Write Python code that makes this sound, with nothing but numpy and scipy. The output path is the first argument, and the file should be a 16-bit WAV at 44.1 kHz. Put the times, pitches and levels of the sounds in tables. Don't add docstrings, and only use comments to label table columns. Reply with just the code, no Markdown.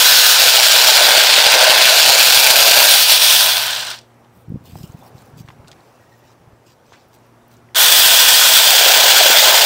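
import sys
import numpy as np
from scipy import signal
from scipy.fft import rfft, irfft, next_fast_len
from scipy.io import wavfile
from scipy.ndimage import uniform_filter1d, map_coordinates

SR = 44100
rng = np.random.default_rng(int(sys.argv[2]) if len(sys.argv) > 2 else 0)


def wav_record(signal):
    frames = np.transpose(np.atleast_2d(signal))
    bounded = np.clip(frames, -1, 1)
    quanta = np.round(bounded * 32767).astype(np.int16)
    wavfile.write(sys.argv[1], SR, quanta)


def ratio(d):
    e = np.asarray(d, float) / 20
    return 10 ** e


N = 425565
TIME = np.arange(N) / SR

SHAFT_HZ = 250
START_S = 7.745

# (frequency [Hz], level [dB per Hz])
BAR = [
    [(1120, -40.5), (1900, -13.5), (2200, -6.5), (2360, -3), (3700, -2), (4470, -0.5), (6230, -9),
     (7020, -8), (10000, -17.5), (13000, -41.5), (22000, -120)],
    [(1120, -43), (1900, -10.5), (2050, -13), (2490, -3.5), (2940, -2), (3410, 1), (3750, -1), (5780, -4.5),
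     (7060, -12), (9010, -9), (10000, -17), (13000, -41.5), (22000, -120)],
    [(1120, -43), (1900, -12.5), (2490, -3.5), (3410, 1.5), (4200, -1), (5780, -7), (6800, -13),
     (8200, -12), (9500, -18.5), (11000, -30), (13000, -41.5), (22000, -120)],
    [(1120, -40), (1900, -6.5), (2180, -13.5), (2410, -5), (2730, -4.5), (3410, 2.5), (3970, -4.5),
     (4960, -4.5), (7210, -9), (8170, -6), (10000, -13.5), (13000, -43), (22000, -120)],
    [(1120, -41), (1900, -10), (2440, -5.5), (2690, -5), (3290, 1), (3860, -4), (4960, -5), (5390, -7.5),
     (8410, -10.5), (10000, -22.5), (13000, -48.5), (22000, -120)],
]
# (frequency [Hz], level [dB per Hz])
WOOD = [(15, -54.5), (25, -32), (91, -37), (120, -37), (311, -20), (525, -0.5), (629, 3), (830, 1.5),
        (901, 2), (1110, -8), (1250, -14.5), (1620, -34.5), (2750, -120)]
# (frequency [Hz], width [Hz], lift [dB])
PLATES = [(644, 50, 1), (1031, 39, 5), (1570, 49, 1.5), (1794, 50, 3), (2343, 62, 1.5), (3420, 100, 2),
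          (4077, 82, 2.5), (4480, 80, 3), (4920, 90, 2.5), (5760, 100, 3), (6750, 120, 2.5)]


def unit(x):
    return x / np.sqrt(np.mean(x ** 2) + 1e-20)


def curves(rows, silent=None):
    s, *cols = np.transpose(rows)
    return [np.interp(TIME, s, c, silent, silent) for c in cols]


def wobble(rate):
    coarse = TIME[::16]
    points = rng.standard_normal(int(N * rate / SR) + 4)
    return np.interp(TIME, coarse, map_coordinates(points, [coarse * rate]))


def coloured(x, spectrum, modes=()):
    m = next_fast_len(len(x) + 8192, True)
    f = np.fft.rfftfreq(m, 1 / SR)
    hz, db = np.transpose(spectrum)
    lift_db = sum(lift / (1 + (2 * (f - c) / w) ** 2) for c, w, lift in modes)
    gain = ratio(np.interp(np.log(f + 1), np.log(hz + 1), db) + lift_db)
    return unit(irfft(rfft(x, m) * gain, m)[:len(x)])


def patchy(patchy_db):
    z = signal.stft(rng.standard_normal(N + 512), nperseg=512)[2]
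    field = uniform_filter1d(rng.standard_normal(z.shape), size=5, axis=0)
    field = uniform_filter1d(field, size=8, axis=1)
    return signal.istft(z * ratio(patchy_db * unit(field)), nperseg=512)[1][:N]


def hum(hz, width_hz, steady=0):
    turn = 2 * np.pi * hz * TIME
    return unit((steady + wobble(width_hz)) * np.sin(turn) + wobble(width_hz) * np.cos(turn))


def bursts(rate_hz, jitter, decay_s, spread_db):
    turns = np.cumsum(rate_hz) / SR + jitter * wobble(90)
    start = np.diff(np.floor(turns), prepend=0) > 0
    sizes = start * ratio(spread_db * rng.standard_normal(N))
    return unit(signal.lfilter([1], [1, -np.exp(-1 / (decay_s * SR))], sizes))


def add(track, s, sound):
    at = round(s * SR)
    track[at:at + len(sound)] += sound[:N - at]


def tap(hz, t60):
    t = TIME[:SR // 16]
    swing = ratio(-60 * t / t60) * np.sin(2 * np.pi * hz * t)
    return swing / np.abs(swing).max()


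def thin(x, hz):
    return signal.sosfilt(signal.butter(4, hz, "high", fs=SR, output="sos"), x)


def blend(rows, count):
    return np.clip(1 - np.abs(curves(rows)[0] - np.arange(count)[:, None]), 0, 1)


def posed(x, shares, spectra):
    sound = np.zeros(N)
    for share, spectrum in zip(shares, spectra):
        seen = np.flatnonzero(share)
        span = slice(seen[0], seen[-1] + 1)
        sound[span] += share[span] * coloured(x[span], spectrum)
    return sound


def saw():
    # (time [s], chain in the wood [0-1])
    wood_contact = [
        (0, 0.16),
        (.33, 0.23),
        (.5, 0.99),
        (2.85, 0.99),
        (3.0, 0.04),
        (8.5, 0),
        (8.75, 1),
        (9.65, 0.99),
    ]
    # (time [s], level [dB], ring time t60 [s])
    switch = (7.7475, -19.5, 0.035)
    load, = curves(wood_contact)
    speed = chain_speed(load)
    drive, bites = chain_drive(speed, load)
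    clatter_db, body_db, housing_db, whirr_db = saw_levels(speed)
    clatter, housing = bar_and_housing(drive)
    mix = ratio(1.0) * clatter + ratio(body_db) * low_body(drive, bites, load)
    mix += ratio(housing_db) * housing + ratio(whirr_db) * vent_whirr(drive)
    running = (TIME < 4.07) + np.clip((TIME - 7.752) / 0.0052, 0, 1)
    sound = running * (ratio(clatter_db) * mix + motor(speed, load))
    sound += last_links() + snagging() + branch_growl()
    s, db, t60 = switch
    t = TIME[:SR // 10]
    add(sound, s, ratio(db - 60 * t / t60) * mix[round(s * SR):][:len(t)])
    return sound


def chain_speed(load):
    release_s, coast_s, coast_bend = 3.3, .33, 1.2
    spin_up_s, crawl = .02, .05
    sag, wander = .04, .025
    coast = np.exp(-(np.clip(TIME - release_s, 0, None) / coast_s) ** coast_bend)
    spin_up = 1 - np.exp(-np.clip(TIME - START_S, 0, None) / spin_up_s)
    free = np.where(TIME < START_S, coast, spin_up)
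    return np.clip((1 - (sag + wander * wobble(4)) * load) * free, crawl, 1)


def chain_drive(speed, load):
    link_hz, cutter_hz, loop_hz, chip_hz = 405, 135, 6.5, 230
    links = bursts(link_hz * speed, jitter=.07, decay_s=0.0014, spread_db=4.0)
    bites = bursts(cutter_hz * speed, jitter=.15, decay_s=0.0026, spread_db=3.0)
    shaft = 1 + 0.11 * (1 - load) * np.sin(2 * np.pi * np.cumsum(SHAFT_HZ * speed) / SR)
    uneven = ratio(0.4 * wobble(loop_hz) + .8 * wobble(28) + 0.25 * wobble(70))
    chips = bursts(chip_hz * speed, jitter=.9, decay_s=.002, spread_db=4)
    steady_cut = np.where(TIME < START_S, 0.42, 0.15)
    blows = (0.24 - .1 * load + 0.2 * (1 - speed)) * np.clip((speed - .12) / .3, .15, 1)
    cutting = load * (steady_cut * bites + .25 * chips)
    drive = shaft * uneven * (1 - blows + blows * links + cutting)
    evened = drive / np.sqrt(np.abs(uniform_filter1d(drive ** 2, size=SR // 8)) + 1e-9)
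    return evened, bites


def saw_levels(speed):
    # (time [s], pressure on the branch [0-1], bar hidden in the cut [0-1])
    cut = [(0, .02, 0.15), (.27, 0, 0.2), (.55, 0.26, 0.37), (1.1, 0.66, 0.48), (1.35, 0.4, 0.83),
           (1.63, 1, 0.78), (2.3, 0.13, 0.24), (2.8, 0.64, 0.16), (2.97, 0.03, 0), (3.2, .01, 0.2),
           (3.5, 0.26, 0), (8.4, 0.11, 0.08), (9.1, 0.69, 0.27), (9.6, 0.82, 0.23)]
    # (time [s], dip [dB])
    stumbles = [
        (3.045, -3.5),
        (3.19, -5),
    ]
    push, buried = curves(cut)
    slow = 1 - speed
    stall_s = np.clip(TIME - 3.933, 0, None) * (TIME < START_S)
    clatter_db = -10 + 1.08 * 20 * np.log10(speed) - 248 * stall_s + 0.18 * push
    clatter_db += sum(db * np.exp(-((TIME - s) / 0.028) ** 2) for s, db in stumbles)
    body_db = -15 + 7 * push + 4 * slow
    housing_db = -11.5 + 3 * push + 5.5 * slow
    whirr_db = -3.5 - 11 * buried - 21 * slow ** 3.5
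    return clatter_db, body_db, housing_db, whirr_db


def bar_and_housing(drive):
    # (time [s], pose [number])
    bar_poses = [(.3, 0), (.5, 1), (.92, 1), (1.05, 2), (1.42, 2), (1.55, 3), (1.85, 3), (2.05, 4),
                 (2.8, 4), (3.1, 5), (3.38, 5), (3.7, 6), (6, 6), (6.1, 7), (8.5, 7), (8.85, 8)]
    # (frequency [Hz], level [dB per Hz])
    early_bar = [
        [(1120, -38.5), (1900, -12.5), (2350, -10), (2700, -4.5), (4020, -1), (4400, -4), (5500, -3.5),
         (6050, -9), (6550, -7), (7200, -10), (10000, -16.5), (13000, -44), (22000, -120)],
        [(1120, -38), (1900, -13.5), (2400, -4.5), (3500, -2), (4500, -2), (5050, -4.5), (5600, -5),
         (6100, -10), (7500, -8.5), (8100, -13), (10000, -16), (13000, -43.5), (22000, -120)],
        [(1120, -38.5), (1900, -10.5), (2300, -5.5), (3500, -1.5), (4100, -2.5), (5000, -4.5), (5250, -5.5),
         (6200, -11), (7200, -12), (10000, -16.5), (13000, -44), (22000, -120)],
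        [(1120, -37), (1900, -9.5), (2650, -1.5), (3200, -4), (4000, -2), (5000, -5.5), (5700, -8.5),
         (6400, -11.5), (7600, -13.5), (10000, -18), (13000, -44), (22000, -120)],
    ]
    # (frequency [Hz], level [dB per Hz])
    housing_colour = [(650, -41.5), (1100, -7), (1180, -7), (1520, 4.5), (1910, -6.5), (2200, -6),
                      (2860, -30), (4840, -120)]
    housing_faces_db = [2.5, 1, 1.34, 0.6, 0.35, -2.5, 0.5, -0.1, -0.3]
    colours = early_bar + BAR
    shares = blend(bar_poses, len(colours))
    steel = coloured(drive * patchy(0.92), [(20, 0)], PLATES)
    housing = coloured(drive * patchy(1.0), housing_colour, PLATES)
    return posed(steel, shares, colours), ratio(housing_faces_db @ shares) * housing


def low_body(drive, bites, load):
    # (frequency [Hz], level [dB per Hz])
    free_body = [(15, -55), (25, -29), (118, -26), (277, -25), (453, -10.5), (492, -6), (534, -3.5),
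                 (598, 1.5), (994, 3.5), (1170, -11), (1250, -1.5), (1620, -31), (2750, -120)]
    thuds = unit(ratio(1.1 * wobble(14)) * (1 + 0.35 * bites))
    free = coloured(drive * patchy(0.77), free_body, PLATES)
    cutting = coloured(thuds * patchy(0.88), WOOD, PLATES)
    return ((1 - load) * free + load * cutting) / np.sqrt((1 - load) ** 2 + load ** 2)


def vent_whirr(drive):
    # (time [s], pose [number])
    vent_poses = [(1.4, 0), (2.0, 1), (2.8, 1), (3.1, 2), (6, 2), (6.1, 3), (8.5, 3), (8.85, 4)]
    # (frequency [Hz], level [dB per Hz])
    whirr_colours = [
        [(5000, -35.5), (8500, -2.5), (11500, -4), (13000, -3), (14200, 4.5), (16000, -3.5)],
        [(5000, -36.5), (8500, -1.5), (11500, -1.5), (13000, 0), (14200, 2.5), (16000, -3)],
        [(5000, -34), (9000, -2.5), (10500, -5), (12500, -4), (14200, 1), (16000, -2.5)],
        [(5000, -35), (8500, -7), (10600, -3), (12600, -1.5), (13800, 3.5), (16000, 2)],
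        [(5000, -33.5), (8500, -4), (10600, -4.5), (12600, -3), (14200, 4.5), (16000, 2.5)],
    ]
    air = drive ** 1.3 * patchy(1.7)
    colours = [colour + [(16300, -60)] for colour in whirr_colours]
    return posed(air, blend(vent_poses, len(whirr_colours)), colours)


def motor(speed, load):
    # (multiple of shaft speed, level [dB])
    orders = [(1, -53), (2, -37), (5, -36), (6, -38), (7.2, -36), (10, -34)]
    # (time [s], level [dB])
    opening = [(0, 4), (.38, 4), (.5, 0), (2.8, 0), (3, -2.5), (6, -2.5), (7, .1)]
    drift = 1 + .0015 * wobble(12) + .02 * load * wobble(20)
    turns = np.cumsum(SHAFT_HZ * speed * drift) / SR
    lines = sum(ratio(db - .7 + wobble(12)) * np.sin(2 * np.pi * k * turns) for k, db in orders)
    return np.sqrt(2) * lines * ratio(curves(opening)[0] - 8.7 * load - 81 * (1 - speed))


def last_links():
    # (time [s], peak [dB])
    clanks = [(3.176, 7), (3.7616, -3.5), (3.7968, -13), (3.8694, -9), (3.9028, -8), (3.9131, -13),
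              (3.9478, -24), (3.9881, -21), (4.0115, -35), (4.0165, -40), (4.0318, -48)]
    # (time [s], peak [dB])
    rivet_ticks = [(3.6675, -8), (3.7078, -14), (3.751, -15), (3.7721, -19), (3.7818, -23), (3.7937, -21),
                   (3.8104, -19), (3.8206, -22), (3.8338, -21), (3.8509, -25), (3.8669, -28), (3.8838, -30),
                   (3.8995, -27), (3.9031, -22), (3.9133, -25), (3.9192, -28), (3.9603, -33), (3.9701, -40),
                   (3.9906, -45), (4.0159, -50), (4.032, -54), (4.1427, -53)]
    # (frequency [Hz], level [dB per Hz])
    rivet = [(3000, -40), (5500, -8), (7500, 5), (9000, -1), (11500, -11), (14500, -3), (16000, -7)]
    sound, t = np.zeros(N), TIME[:SR // 10]
    clank = coloured(rng.standard_normal(N), BAR[1])
    for s, db in clanks:
        fade = ratio(db - 10.0 - 60 * t / 0.021) * (1 - np.exp(-t / .0004))
        add(sound, s, fade * clank[round(s * SR):][:len(t)])
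    tick = coloured(rng.standard_normal(N), rivet)
    for s, db in rivet_ticks:
        add(sound, s, ratio(db - 3 - 60 * t / 0.0095) * tick[round(s * SR):][:len(t)])
    return sound


def snagging():
    # (time [s], peak [dB], frequency [Hz])
    catches = [(0.538, -11.5, 883), (0.582, -11, 809), (0.697, -14, 650), (0.743, -14.5, 678),
               (0.862, -15.5, 694), (0.913, -9.5, 636.4), (1.01, -8.5, 619), (1.082, -6, 729),
               (1.132, -11, 711), (1.177, -6.5, 611), (1.229, -12.5, 619), (1.289, -13, 627),
               (1.379, -8, 580), (1.461, -11, 912), (1.54, -16, 631), (1.558, -7, 532.4),
               (1.695, -8.5, 624), (1.792, -10.5, 650), (2.073, -11.5, 623), (2.111, -12, 666),
               (2.148, -9.5, 689), (2.54, -11.5, 737), (2.61, -16, 737), (2.682, -12.5, 660),
               (2.733, -12, 718), (2.766, -11.5, 633), (2.794, -11.5, 791), (2.818, -7.5, 947),
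               (2.852, -12, 921), (2.953, -11, 794),
               (8.688, -13, 778), (8.73, -14, 759), (8.81, -8, 678), (8.839, -20, 754), (8.861, -8, 525),
                  (8.896, -8, 660), (8.941, -14, 662), (8.965, -7, 905), (9.035, -7, 708),
                  (9.055, -11, 549), (9.099, -13, 770), (9.134, -13, 767), (9.209, -3.5, 692),
                  (9.257, -5.5, 553), (9.29, -16, 845), (9.359, -11, 604), (9.42, -15, 651),
                  (9.44, -12, 729), (9.471, -10, 536), (9.526, -12, 886), (9.568, -12, 711)]
    t60, splinter_share, low_share = .045, .3, 0.22
    knock, snags, t = coloured(rng.standard_normal(N), WOOD), np.zeros(N), TIME[:SR // 10]
    for s, db, hz in catches:
        level = ratio(db - 3)
        fade = ratio(-60 * t / .045) * (1 - np.exp(-t / 0.0016))
        blow = fade * np.roll(knock, -round(s * SR))[:len(t)]
        add(snags, s, level * splinter_share * blow / np.abs(blow).max())
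        add(snags, s, level * (tap(hz, t60) + low_share * tap(.7 * hz, t60)))
    return thin(snags, 370)


def branch_growl():
    # (time [s], level [dB])
    growl = [(1.52, -50.5), (1.56, -22), (1.74, -22.5), (1.9, -29.5), (1.98, -49.5)]
    return ratio(curves(growl, silent=-120)[0]) * hum(623, 45)


def wind():
    # (time [s], level [dB])
    gusts = [
        [(4.3, -58), (4.446, -50.5), (4.7, -41), (5.106, -52), (5.526, -46), (5.72, -53), (5.85, -63)],
        [(6.4, -56.5), (6.62, -62.5)],
    ]
    # (frequency [Hz], level [dB per Hz])
    buffet = [(15, -57.5), (25, -24.5), (74, -2.5), (124, -0.5), (248, -5.5), (677, -32.5), (719, -25.5),
              (900, -32.5), (1170, -56.5), (1980, -120)]
    # (centre time [s], peak [dB], frequency [Hz])
    thumps = [(4.485, -28, 149), (4.505, -21, 150), (4.522, -20, 210), (4.545, -19, 146), (4.559, -20, 222),
              (4.575, -29, 130), (4.612, -37, 140), (4.685, -42, 150), (4.735, -30, 130), (4.762, -27, 150),
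              (4.812, -29, 130), (4.842, -24, 170), (4.9, -30, 120), (4.95, -26, 151), (5.153, -33, 138),
              (5.341, -36, 130), (5.373, -35, 140), (5.41, -29, 150), (5.449, -33, 130), (5.49, -36, 130),
              (5.6, -36, 110), (5.65, -40, 150), (6.48, -41, 120), (6.534, -41, 100)]
    lumps = unit(ratio(3 * wobble(24)) * coloured(rng.standard_normal(N), buffet))
    sound = sum(ratio(curves(rows, silent=-120)[0] - 1.5) for rows in gusts) * lumps
    for s, db, hz in thumps:
        length = 2.9 / hz
        t = TIME[:round(length * SR)]
        turn = 2 * np.pi * hz * (t - length / 2) + rng.uniform(-2.3, 2.2)
        push = np.cos(turn) + 0.2 * np.cos(2.14 * turn) + 0.26 * np.cos(turn / 2)
        add(sound, s - length / 2, ratio(db - 1.0) * np.sin(np.pi * t / length) ** 2 * push)
    return sound


def rustle():
    dull_gain, bright_gain = brushing()
    grains = ratio(2.3 * wobble(300) + .7 * wobble(40))
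    dull_colour = [(1200, -41), (2500, -1.0), (3200, -3.0), (5000, -2), (8000, -8.0), (10000, -32.5)]
    bright_colour = [(6500, -25), (8000, -2.5), (11500, -5), (14000, 2.0), (15800, -1), (16200, -62.5)]
    dull = coloured(grains * patchy(3.6), dull_colour)
    bright = coloured(grains * patchy(2), bright_colour)
    return dull_gain * dull + bright_gain * bright


def brushing():
    # (start [s], length [s], level [dB], bright part above it [dB])
    brushes = [(4.34, .08, -72, 8), (4.656, 0.065, -54, -3), (4.75, 0.11, -54, -1), (4.88, .06, -62, -2),
               (4.985, .02, -60, -2), (5.04, .04, -60, 2), (5.16, .05, -60, -4), (5.22, .08, -68, -2.5),
               (5.385, 0.024, -51.5, -4), (5.462, .06, -61, -6.5), (5.675, 0.046, -63, -9),
               (5.761, .5, -66.5, -7), (6.27, .06, -64, -9), (6.67, .06, -58, -11), (6.86, 0.18, -62, -12),
               (7.13, .03, -60.5, -4), (7.2, .1, -72, -7), (7.509, .03, -64, -1.5), (7.55, .04, -71, -2.5)]
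    fade_in, fade_out = 800, 600
    dull, bright, t = np.zeros(N), np.zeros(N), TIME[:SR] - .1
    for s, length, db, rel_db in brushes:
        rise_db = np.clip(fade_in * t, None, 0)
        fall_db = np.clip(fade_out * (t - length), 0, None)
        stroke = ratio(db + rise_db - fall_db)
        add(dull, s + t[0], stroke)
        add(bright, s + t[0], ratio(rel_db) * stroke)
    return dull, bright


def twigs():
    # (time [s], peak [dB], frequency [Hz])
    thin_ticks = [(4.494, -47, 12500), (4.831, -33, 5000), (4.875, -41, 7500), (4.921, -39, 6800),
                  (5.181, -39, 4800), (5.22, -44, 9000), (5.255, -45, 10500), (5.275, -48, 12500),
                  (5.3, -48, 12500), (5.375, -42, 7500), (5.805, -46, 4000), (6.18, -50, 13500),
                  (6.19, -49, 13500), (7.085, -48, 13400), (7.187, -48, 7000), (7.265, -49.5, 13000),
                  (7.481, -41.5, 13500), (7.568, -44.5, 6500), (7.688, -42, 2100)]
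    # (time [s], peak [dB], frequency [Hz])
    snaps = [
        (4.246, -45, 2506),
        (5.486, -29.5, 2200),
        (5.503, -33, 1300),
        (5.645, -40, 900),
        (5.681, -33.5, 5000),
        (5.715, -29, 3300),
        (5.728, -38, 3000),
        (7.141, -42, 8000),
        (7.514, -44, 5000),
    ]
    # (time [s], peak [dB], frequency [Hz], spread [octaves], ring time t60 [s])
    scrapes = [
        (4.66, -48, 2950, .08, .2),
        (4.831, -44, 2900, .1, .25),
        (5.674, -37, 3300, .4, .02),
        (5.68, -41, 1350, .15, .12),
        (6.925, -43, 4200, .6, .15),
        (5.01, -51, 3600, .06, .3),
        (5.024, -34, 790, 0.28, .3),
        (6.93, -36, 1100, 1.3, .2),
    ]
    # (time [s], peak [dB], frequency [Hz], ring time t60 [s])
    knocks = [
        (4.7555, -25.5, 800, .012),
        (5.4785, -36, 1800, .008),
        (5.487, -34, 1100, .015),
        (5.502, -36, 900, .012),
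        (5.6, -42, 550, .03),
        (6.9222, -30, 1000, 0.0062),
        (9.3, -12, 482, 0.037),
    ]
    sound, t = np.zeros(N), TIME[:SR // 4]
    ticks = [(*row, 0.27, 0.017) for row in thin_ticks]
    ticks += [(*row, 0.78, 0.033) for row in snaps]
    for s, db, hz, spread, t60 in ticks + scrapes:
        edges = np.clip(hz * np.exp2(spread * np.array([-1, 1])), 20, SR * .45)
        band = signal.butter(2, edges, "band", fs=SR)
        tick = ratio(-60 * t / t60) * signal.lfilter(*band, rng.standard_normal(len(t)))
        add(sound, s, ratio(db - 2.0) * tick / np.abs(tick).max())
    for s, db, hz, t60 in knocks:
        add(sound, s, ratio(db) * thin(tap(hz, t60), 210))
    return sound


def garden():
    # (frequency [Hz], level [dB per Hz])
    air_colour = [(15, -49), (25, -21.5), (120, -2.5), (190, -8.5), (353, -7), (837, -8.5), (4010, -29.5),
                  (5850, -30), (6350, -32), (13900, -37), (15900, -36.5)]
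    # (time [s], level [dB])
    air_db = [(4.05, -52.5), (4.47, -53.5), (5.25, -48.5), (5.44, -52.5), (5.82, -51), (6.54, -53),
              (7.74, -52)]
    # (frequency [Hz], width [Hz], level [dB])
    fan_tones = [(118, 4, 0), (236, 6, -8), (358, 10, -9.5), (680, 10, -16)]
    # (time [s], level [dB])
    fan_db = [(2.5, -65), (3.46, -49), (4.17, -57), (5.55, -56), (5.72, -62), (6.1, -59), (6.45, -60),
              (7.0, -67), (7.25, -57), (7.72, -55.5), (8.0, -59)]
    # (frequency [Hz], width [Hz], level [dB])
    insect = (5800, 250, -80)
    air = ratio(curves(air_db)[0] + 0.5 + .6 * wobble(3.3)) * coloured(patchy(1.2), air_colour)
    tones = sum(ratio(db) * hum(hz, width_hz, steady=4) for hz, width_hz, db in fan_tones)
    fan = ratio(curves(fan_db)[0] + 1.5) * tones
    hz, width_hz, db = insect
    song = ratio(db + 3 * wobble(4)) * np.clip(TIME - 3.9, .2, 1) * hum(hz, width_hz)
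    return air + fan + song


def bird():
    # (time [s], level [dB], frequency [Hz], length [s])
    calls = [
        (6.0, -64, 1900, .035),
        (6.064, -67, 1900, .018),
        (6.117, -62, 1870, 0.038),
        (6.225, -66, 1900, .028),
    ]
    sound = np.zeros(N)
    for s, db, hz, length in calls:
        t = TIME[:round(length * SR)]
        syllables = np.abs(np.sin(2 * np.pi * t / length))
        whistle = np.sin(2 * np.pi * hz * t) + .12 * np.sin(4.2 * np.pi * hz * t)
        add(sound, s, ratio(db + 10) * syllables * whistle)
    return sound


def scene():
    return (saw() + wind() + rustle() + twigs() + garden() + bird())[None]


def roll_off(x):
    return signal.sosfilt(signal.butter(12, 16320, fs=SR, output="sos"), x)


def record(dry):
    held = dry / (1 + np.abs(dry / 1.07) ** 5) ** (1 / 5)
    hz = np.fft.rfftfreq(N, 1 / SR)
    kept = np.sin(np.pi / 2 * np.clip((15850 - hz) / 150, 0, 1)) ** 2
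    return roll_off(irfft(rfft(held) * kept, N))


dry = scene()
out = record(dry)
wav_record(out)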